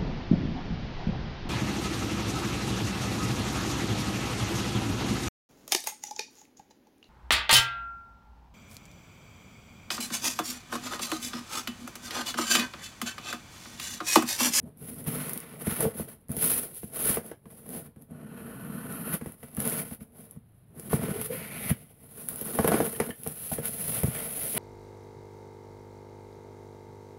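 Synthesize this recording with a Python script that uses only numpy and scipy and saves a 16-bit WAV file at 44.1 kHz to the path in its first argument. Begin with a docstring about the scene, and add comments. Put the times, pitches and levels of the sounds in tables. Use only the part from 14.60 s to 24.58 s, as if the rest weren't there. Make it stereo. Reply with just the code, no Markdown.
"""A light bump and a scuff of cardboard, right by the microphone: a taped box is turned, dragged and cut
open with a knife on a wooden workbench. Grit under the box and fibres at the blade give dense clicks
that ring the bench, the box walls and the flaps; knocks and snaps strike the same parts.
The microphone is a phone lying on the bench in a quiet shop. Its two ports ring near 11 kHz,
and the right one is nearer the box."""
import sys
import numpy as np
from scipy import signal
from scipy.fft import rfft, irfft
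from scipy.io import wavfile
from scipy.ndimage import uniform_filter1d, map_coordinates

SR = 44100
rng = np.random.default_rng(int(sys.argv[2]) if len(sys.argv) > 2 else 0)


def file_out(sig):
    """Save sig as 16-bit WAV at sys.argv[1]."""
    # one column per channel
    cols = np.atleast_2d(sig).T
    # limit, then scale
    lim = np.clip(cols, -1, 1)
    pcm = np.round(lim * 32767).astype(np.int16)
    wavfile.write(sys.argv[1], SR, pcm)


N = 440118
T = np.arange(N) / SR

# Tone curves. Each row: frequency in Hz, relative level in dB.
AIR_TONE = [(60, -12), (125, -4), (250, -18.5), (450, -24), (4000, -41.5), (9000, -67)]  # still shop air and electronics
GRIT_TONE = [(300, 4.5), (1000, -7), (3000, 0.5), (5500, -3), (9000, -3.5), (16000, -4)]  # grit and fibres slipping
TICK_TONE = [(1000, -9), (4000, -2.5), (10500, -7), (16000, -1.5)]
THUD_TONE = [(30, -23), (90, 2.5), (200, -32.5)]  # the whole bench jolts
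LEFT_PORT_TONE = [(20, -3), (90, 5), (300, 3), (7800, -3), (9400, 18), (11000, 18), (12500, 11.5),
                  (16000, 16)]
RIGHT_PORT_TONE = [(20, -9), (60, 5.5), (7800, -2), (9300, 11), (10900, 24.5), (12200, 15), (16000, 10.5)]
# Resonances. Each row: frequency in Hz, width in Hz, relative level in dB.
BENCH_MODES = [(94.4, 36, -3.5), (126.2, 20.5, -2.5), (156.3, 34, -0.5), (214.2, 22.3, -1),
               (242.5, 20.3, -0.5), (295.5, 16, -9)]
WALL_MODES = [(342.4, 56, -1.5), (402.7, 40, -2), (464, 45, -2.5), (517, 47, -3.5), (630, 99, 2.5),
              (754, 24, -6), (754, 33, 1)]
FLAP_MODES = [(1035, 320, 7), (1217, 20, 1.5), (1373, 206, 5), (1620, 110, 1.5), (1680, 96, 1),
              (1960, 227, 9), (2197, 505, 9), (2730, 71, 4.5), (2840, 670, 9), (4200, 600, -19.5)]
KNIFE_MODES = [(1810, 65, 1), (2150, 90, -6), (3050, 90, 2)]
# The moving point of contact. Each row: time in seconds, where bench, walls and flaps ring most in Hz,
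# left minus right in dB, rubbed walls above bench in dB.
CONTACT_PATH = [(0.0, 180, 430, 1680, -6, -11.5), (2.3, 189, 446, 1516, -6, -1.5),
                (4.2, 198, 429, 1290, -4.5, -12), (5.39, 199, 480, 1620, -7.5, -5.5),
                (6.06, 160.5, 396, 1270, -4, -7.5), (7.28, 154, 500, 2150, -6.5, -8.5),
                (7.62, 197, 448, 1210, -3, -3), (8.48, 220, 427, 1470, -7.5, -3.5),
                (9.23, 140, 479, 1750, -7, -6.5), (9.98, 164, 486, 1870, -5.5, 0)]
# The knife touches something hard. Each row: start in seconds, relative level in dB.
KNIFE_TAPS = [(8.349, -42), (8.506, -33.5)]
# Blade or hand binds. Each row: peak time in seconds, seconds to gain and to lose 20 dB, pitch in Hz,
# glide in Hz per second, relative level in dB.
WALL_GROANS = [(1.255, 0.029, 0.036, 458, 101, -33), (6.56, .05, 0.12, 404, 297, -38),
               (6.712, 0.018, 0.087, 504, 100, -37)]
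# Knocks on the box. Each row: start in seconds, relative levels of walls, bench and flaps in dB,
# where the walls ring most in Hz.
BOX_KNOCKS = [(0.029, -81.5, -44, -84, 501), (0.466, -52, -38, -39.5, 484), (1.069, -29, -27.5, -38, 350),
              (1.113, -39, -37.5, -36, 406), (1.208, -28, -50, -35, 420), (1.253, -26.5, -30, -56, 434),
              (1.398, -33, -36, -52, 340), (1.693, -50, -31, -53, 490),(1.768, -38, -38, -48, 340),
              (2.232, -39, -39.5, -47.5, 322), (2.492, -30.5, -34, -37, 334),
              (2.571, -26, -36.5, -31.5, 410), (2.715, -37, -58, -39.5, 432), (2.856, -45.5, -46, -55, 487),
              (3.361, -51, -47, -59, 342), (3.509, -52, -41.5, -72, 364), (4.612, -40, -39.5, -39, 427),
              (4.66, -35.5, -35.5, -43.5, 400), (4.83, -42, -45, -40.5, 500),
              (4.974, -41.5, -33.5, -39, 401), (5.311, -40.5, -36.5, -50, 510), (5.408, -54, -45, -51, 536),
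              (5.762, -55.5, -45, -64, 458), (6.331, -17, -24.5, -43, 368), (6.483, -32.5, -40, -39, 398),
              (7.104, -31.5, -25.5, -27.5, 410), (7.813, -35, -43, -52, 415), (7.988, -17, -27.5, -26, 526),
              (8.045, -16.5, -31, -29, 417), (8.077, -21, -45, -22, 404), (8.118, -16.5, -37, -37, 520),
              (8.142, -16, -39, -32, 418), (8.203, -17.5, -36, -33, 440), (8.401, -19.5, -29.5, -22, 394),
              (8.49, -37.5, -41, -48, 440), (8.664, -35, -36.5, -37.5, 567), (8.916, -32.5, -34, -45, 680),
              (8.982, -30, -40, -47, 428), (9.433, -25, -24.5, -31, 390), (9.474, -35.5, -32.5, -54, 369)]
# Bright ticks of tape, glue and knife tip. Each row: start in seconds, relative level in dB.
TAPE_TICKS = [(0.1735, -42), (0.344, -34), (0.4419, -33), (0.6953, -18), (0.7337, -17), (0.7761, -17.5),
              (0.803, -22), (1.0216, -25.5), (1.2061, -14), (1.4895, -32), (1.6846, -37), (1.717, -21.5),
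              (1.7669, -17), (2.1477, -30), (2.3364, -29), (2.6643, -34), (3.0908, -28), (3.4221, -39.5),
              (4.324, -24), (4.7214, -32), (4.8344, -36), (4.9492, -29), (4.9684, -22), (5.003, -15),
              (5.0757, -11), (5.0983, -15), (5.3482, -33), (5.7106, -32.5), (6.1973, -23.5),
              (6.3235, -22.5), (6.6145, -19), (7.6872, -13), (7.7588, -21), (7.812, -17), (8.0765, -10),
              (8.329, -27), (8.4012, -16), (8.6345, -24), (8.6744, -16), (9.0558, -17), (9.434, -13.5)]
# Pushes, drags and touches of box and hand. Each row: peak time in seconds, seconds for the grit to gain
# and to lose 10 dB, relative levels of grit, flaps and bench in dB.
BOX_RUBS = [(0.065, 0.039, 0.032, -66, -83.5, -44.5), (0.185, 0.012, 0.054, -52, -75, -63),
            (0.285, 0.068, 0.16, -41, -55, -40.5), (1.028, 0.055, 0.011, -44, -51.5, -42),
            (1.134, 0.083, 0.13, -33, -39, -41), (1.212, 0.016, 0.044, -27, -40.5, -29.5),
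            (1.369, 0.023, 0.07, -38, -51, -43.5), (1.49, 0.013, 0.054, -45, -55.5, -51),
            (1.709, 0.012, 0.16, -45, -55, -44.5), (1.891, 0.1, 0.13, -23.5, -41.5, -42.5),
            (2.17, 0.043, 0.12, -43, -75, -78), (2.404, 0.062, 0.15, -29.5, -44, -42.5),
            (2.494, 0.066, 0.062, -24, -38, -44), (2.672, 0.029, 0.047, -44.5, -54, -47),
            (2.954, 0.071, 0.21, -51, -65.5, -54), (3.151, 0.07, 0.073, -39.5, -54, -41.5),
            (3.265, 0.121, 0.023, -58, -62, -70.5), (3.417, 0.029, 0.023, -60, -72, -50.5),
            (4.675, 0.078, 0.059, -48.5, -54.5, -49), (4.862, 0.097, 0.2, -54.5, -65, -69),
            (5.007, 0.024, 0.11, -35, -46, -37), (5.176, 0.16, 0.063, -31.5, -41, -38.5),
            (5.317, 0.07, 0.032, -43, -55, -56), (5.412, 0.014, 0.027, -51, -62, -54),
            (5.638, 0.08, 0.031, -48.5, -61.5, -50.5), (5.766, 0.248, 0.015, -64, -71, -60.5),
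            (6.246, 0.075, 0.202, -45, -56.5, -44), (6.333, 0.028, 0.041, -32, -39, -37)]
# Pressure curves. Each row: time in seconds, relative levels of grit, flaps and bench in dB.
BLADE_PRESSURE = [
    [(.47, -36.5, -45.5, -35), (.61, -37.5, -41, -37.5), (.765, -44, -49, -41.5), (.79, -57, -50.5, -49),
     (.97, -53, -54, -49)],
    [(3.5, -81, -65, -49), (3.78, -55.5, -52, -42.5), (4.27, -48.5, -49, -39.5), (4.32, -41.5, -45, -36.5),
     (4.45, -40.5, -45.5, -38), (4.55, -29.5, -36.5, -30)],
    [(6.4, -44, -45.5, -34.5), (6.6, -42.5, -46, -39.5), (6.62, -36.5, -45, -41), (6.66, -32.5, -46, -47),
     (6.68, -45, -54, -46), (6.72, -39.5, -42.5, -40), (6.89, -51, -43.5, -45.5), (7.11, -33.5, -39, -38)],
]  # one list per knife stroke
FLAP_PULLS = [(7.17, -53.5, -60.5, -54), (7.34, -62.5, -71, -61.5), (7.64, -43.5, -61, -54),
              (7.95, -34, -46.5, -39.5), (8.14, -34, -33, -30.5), (8.23, -34.5, -43.5, -32.5),
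              (8.31, -38, -52, -46.5), (8.5, -44.5, -51, -44.5), (8.57, -54, -68, -64),
              (8.67, -39.5, -58, -48), (8.7, -42, -59, -49), (8.93, -35.5, -55.5, -57),
              (9.01, -44, -51, -42), (9.06, -33, -44, -46), (9.1, -35, -54, -44), (9.31, -32, -48, -42.5),
              (9.35, -28.5, -40, -39), (9.48, -39.5, -50.5, -48.5), (9.61, -33.5, -40, -40.5),
              (9.7, -35, -49, -46.5), (9.93, -30.5, -50.5, -48.5), (9.98, -27.5, -27, -34)]  # fingers pull the flaps free and fold them back
# The blade's echo and tone. Each row: start and end in seconds, echo delay at start and at end in ms,
# echo strength, treble tilt in dB, sizzle near 13 kHz in dB.
BLADE_PASSES = [(.46, 0.99, 0.96, 0.73, 0.093, 1.5, 0), (3.48, 4.554, 0.69, 0.69, 0.46, -4.5, 4.5),
                (6.698, 7.1, 0.39, 0.49, 0.39, -1.5, 5.5)]


def undb(db):
    """dB to gain."""
    return 10 ** (np.asarray(db) / 20)


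def curves(table):
    """Value columns of a timed table at every sample."""
    times, *columns = np.transpose(table)
    return [np.interp(T, times, column) for column in columns]


def colour(x, points):
    """Causal filter that follows (Hz, dB) points."""
    hz, db = np.transpose(points)
    curve_db = np.interp(np.log(np.arange(1025) * SR / 2048 + 1), np.log(hz), db)
    cepstrum = irfft(curve_db * np.log(10) / 20)
    cepstrum[1:1024] *= 2  # fold to minimum phase
    cepstrum[1025:] = 0
    return signal.oaconvolve(x, irfft(np.exp(rfft(cepstrum)))[None], axes=-1)[:, :x.shape[1]]


def unit(x):
    """Scales a sound to rms 1 as heard through the right port."""
    return x / np.sqrt(np.mean(colour(x[1:], RIGHT_PORT_TONE) ** 2))


def ring(x, modes, near_hz, octaves, sign=-1):
    """Sum of resonances; those close to near_hz are driven hardest; sign 1 starts all in step."""
    out, power = 0, 0
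    for k, (hz, width, db) in enumerate(modes):
        gain = undb(db) * np.exp(-.5 * (np.log2(hz / near_hz) / octaves) ** 2)
        mode = signal.lfilter(*signal.iirpeak(hz, hz / width, SR), x) / np.sqrt(width)
        out = out + sign ** k * gain * mode
        power = power + gain ** 2
    return out / np.sqrt(power)


def walk(rate):
    """Random levels held 1 / rate seconds and slewed; spread a little under 1."""
    hold = int(SR / rate)
    return 0.92 * uniform_filter1d(np.repeat(rng.standard_normal(N // hold + 1), hold), hold)[:N]


def shop_air():
    """Faint room tone and microphone hiss that swells a little."""
    level = undb(-58.5 + 2.2 * walk(3.3))
    noise = rng.standard_normal((2, N)) + 1.4 * rng.standard_normal(N)
    return level * unit(colour(noise, AIR_TONE))


def room_tail(x, t60_s=0.14, level_db=-7):
    """The shop's close walls return a short diffuse tail, different at each port."""
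    t = np.arange(SR // 2) / SR
    tail = rng.standard_normal((2, len(t))) * undb(-60 * t / t60_s) * (t > .002)
    return undb(level_db) * signal.oaconvolve(x, tail / np.linalg.norm(tail[0]), axes=-1)[:, :N]


def strike(table, fade_s, tail_s, push_s, push):
    """Each blow is one firm push and a short rattle, new for every part, with a weak gritty tail."""
    parts, t = len(fade_s), np.arange(2048) / SR
    force = np.zeros((parts, N + len(t)))
    fade = np.exp(-t / np.c_[fade_s]) + 0.18 * np.exp(-t / tail_s)
    shove = np.c_[push] * (t < np.c_[push_s]) * np.sin(np.pi * t / np.c_[push_s])
    for row, rattle in zip(table, rng.standard_normal((len(table), parts, len(t)))):
        start, burst = int(row[0] * SR), fade * rattle + shove
        burst /= np.linalg.norm(burst, axis=1, keepdims=True)
        force[:, start:start + len(t)] += burst * undb(row[1:1 + parts])[:, None]
    return force[:, None, :N]


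def knife_clinks():
    """Light taps ring the knife briefly."""
    taps = strike(KNIFE_TAPS, fade_s=[.003], tail_s=.01, push_s=[.0001], push=[2.5])[0]
    return undb(59) * ring(taps, KNIFE_MODES, near_hz=2300, octaves=2)


def wall_groans():
    """Regular stick and slip locks onto a box wall's resonance; the tone glides and wavers."""
    out, waver, roughness = np.zeros(N), 1 + 0.063 * walk(90), undb(7.1 * walk(110))
    for peak, rise, fall, hz, glide, db in WALL_GROANS:
        span = slice(int((peak - 3 * rise) * SR), int((peak + 3 * fall) * SR))
        t = T[span] - peak
        level = undb(db - 20 * np.maximum(-t / rise, t / fall))
        pitch_hz = (hz + glide * t) * waver[span]
        out[span] += level * np.sin(2 * np.pi * np.cumsum(pitch_hz) / SR)
    return np.sqrt(2) * roughness * out


def knocks_and_ticks(bench_hz, flaps_hz):
    """Knocks ring walls, bench and flaps; ticks are heard directly. 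Returns box and bench sound."""
    wall_blows, bench_blows, flap_blows = strike(
        BOX_KNOCKS, fade_s=[.006, .005, .003], tail_s=0.038,
        push_s=[.0007, .002, .00012], push=[.6, .9, 2.5])
    ticks = strike(TAPE_TICKS, fade_s=[0.00081], tail_s=.005, push_s=[.00005], push=[4.])[0]
    starts, spot_hz = np.transpose(BOX_KNOCKS)[[0, 4]]
    walls_hz = spot_hz[np.maximum(np.searchsorted(starts, T) - 1, 0)]  # set by the last spot struck
    walls = undb(59) * ring(wall_blows, WALL_MODES, walls_hz, 0.3, sign=1.0)
    flaps = undb(55) * ring(flap_blows, FLAP_MODES, flaps_hz, 0.5, sign=0.99)
    box = colour(walls + flaps, [(5500, 0), (10000, -7)]) + undb(5.5) * colour(ticks, TICK_TONE)
    bench = undb(62.5) * ring(bench_blows, BENCH_MODES, bench_hz, 0.5)
    thud = undb(33) * colour(bench_blows, THUD_TONE)
    return box, bench + thud


def slips(rate, spread_db, alike):
    """Random clicks of uneven size; a share 'alike' of their power reaches both ports the same."""
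    clicks, count = np.zeros((3, N)), int(3 * rate * N / SR)
    size = rng.standard_normal(count) * undb(spread_db * np.minimum(rng.exponential(size=count), 4))
    clicks.ravel()[rng.integers(0, 3 * N, count)] = size
    return np.sqrt(alike) * clicks[0] + np.sqrt(1 - alike) * clicks[1:]


def effort(rest_db=-72, lift_s=0.031):
    """Grit, flap and bench levels in dB: rubs swell and fade, strokes and pulls follow their curves."""
    # faint hiss of skin and sleeves between moves
    power = np.outer(undb([rest_db, -120, -120]) ** 2, np.minimum(T / .1, 1) + 1e-6)
    swell_db = 10 * np.c_[[1, 0.86, 0.47]]  # flaps and bench swell less than the grit
    for peak, rise, fall, *db in BOX_RUBS:
        span = slice(max(int((peak - 4 * rise) * SR), 0), int((peak + 4 * fall) * SR))
        away = np.maximum((peak - T[span]) / rise, (T[span] - peak) / fall)
        power[:, span] += undb(np.c_[db] - swell_db * away ** 2.01) ** 2
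    for move in BLADE_PRESSURE + [FLAP_PULLS]:
        outside_s = np.maximum(np.maximum(move[0][0] - T, T - move[-1][0]), 0)
        power += undb(np.array(curves(move)) - 20 * outside_s / lift_s) ** 2
    return 10 * np.log10(power)


def blade_echo(x):
    """The blade is one small moving spot, so its echo off the bench combs x. Also returns a 0-1 gate."""
    out, cutting = x, 0
    for start, end, from_ms, to_ms, strength, tilt_db, sizzle_db in BLADE_PASSES:
        gate = np.clip(np.minimum(T - start, end - T) / 0.046, 0, 1)
        span = slice(int(start * SR), int(end * SR) + 1)
        tone = [(2500, 0.0046), (6000, tilt_db), (11000, 0), (12800, sizzle_db), (15000, tilt_db)]
        direct = colour(x[:, span], tone)
        length = direct.shape[1]
        delayed = np.arange(length) - np.linspace(from_ms, to_ms, length) * SR / 1000
        dull = colour(direct[1:], [(3500, 0), (9000, -7)])[0]
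        echo = strength * map_coordinates(dull, [delayed]) * [[0], [1]]  # only the near port catches it
        combed = np.zeros_like(x)
        combed[:, span] = (direct + echo) / np.sqrt(1 + strength ** 2)
        out = out + gate * (combed - x)
        cutting = cutting + gate
    return out, cutting


def rubbing_and_cutting(bench_hz, walls_hz, flaps_hz, walls_over_db):
    """Stick and slip come in shared bursts; each part rings its own way. Returns box and bench sound."""
    grit_db, flaps_db, bench_db = effort()
    grit, cutting = blade_echo(unit(colour(slips(9000, 1.2, 0.044), GRIT_TONE)))
    flaps, _ = blade_echo(unit(ring(slips(5000, 1.9, 0.2), FLAP_MODES, flaps_hz, 0.7)))
    # a blade runs evenly, a dragged box does not
    judder = (walk(40) + 0.93 * walk(130)) * (1 - 0.54 * cutting)
    bursts = undb(2.6 * judder)
    walls = unit(ring(slips(1500, 1.0, 1.0) * bursts, WALL_MODES, walls_hz, 0.43))
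    bench = unit(ring(slips(900, 0.98, 0.86) * bursts, BENCH_MODES, bench_hz, 0.59))
    scrape = grit * undb(grit_db + 2.3 * judder) + flaps * undb(flaps_db) * bursts
    return scrape + walls * undb(bench_db + walls_over_db), bench * undb(bench_db)


def scene():
    """Close up, the box comes through the air from the right, the bench through wood to both ports."""
    bench_hz, walls_hz, flaps_hz, pan_db, walls_over_db = curves(CONTACT_PATH)
    box_rubs, bench_rubs = rubbing_and_cutting(bench_hz, walls_hz, flaps_hz, walls_over_db)
    box_hits, bench_hits = knocks_and_ticks(bench_hz, flaps_hz)
    pan = undb(np.array([pan_db, -pan_db]) / 2 + 1.0)
    box = (box_rubs + box_hits + wall_groans() + knife_clinks()) * pan
    bench = (bench_rubs + bench_hits) * undb([[-1.8], [1.6]])
    near = box + room_tail(box) + bench
    near[0] = np.roll(near[0], 5)  # the left port hears it 5 samples later
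    return near + shop_air()


def record(dry):
    """Each port of the phone rings in the treble in its own way; the top is cut steeply."""
    ports = np.vstack([colour(dry[:1], LEFT_PORT_TONE), colour(dry[1:], RIGHT_PORT_TONE)])
    top_hz = 15750
    return signal.sosfilt(signal.ellip(12, .3, 60, top_hz, fs=SR, output="sos"), ports)


dry = scene()
out = record(dry)
file_out(out)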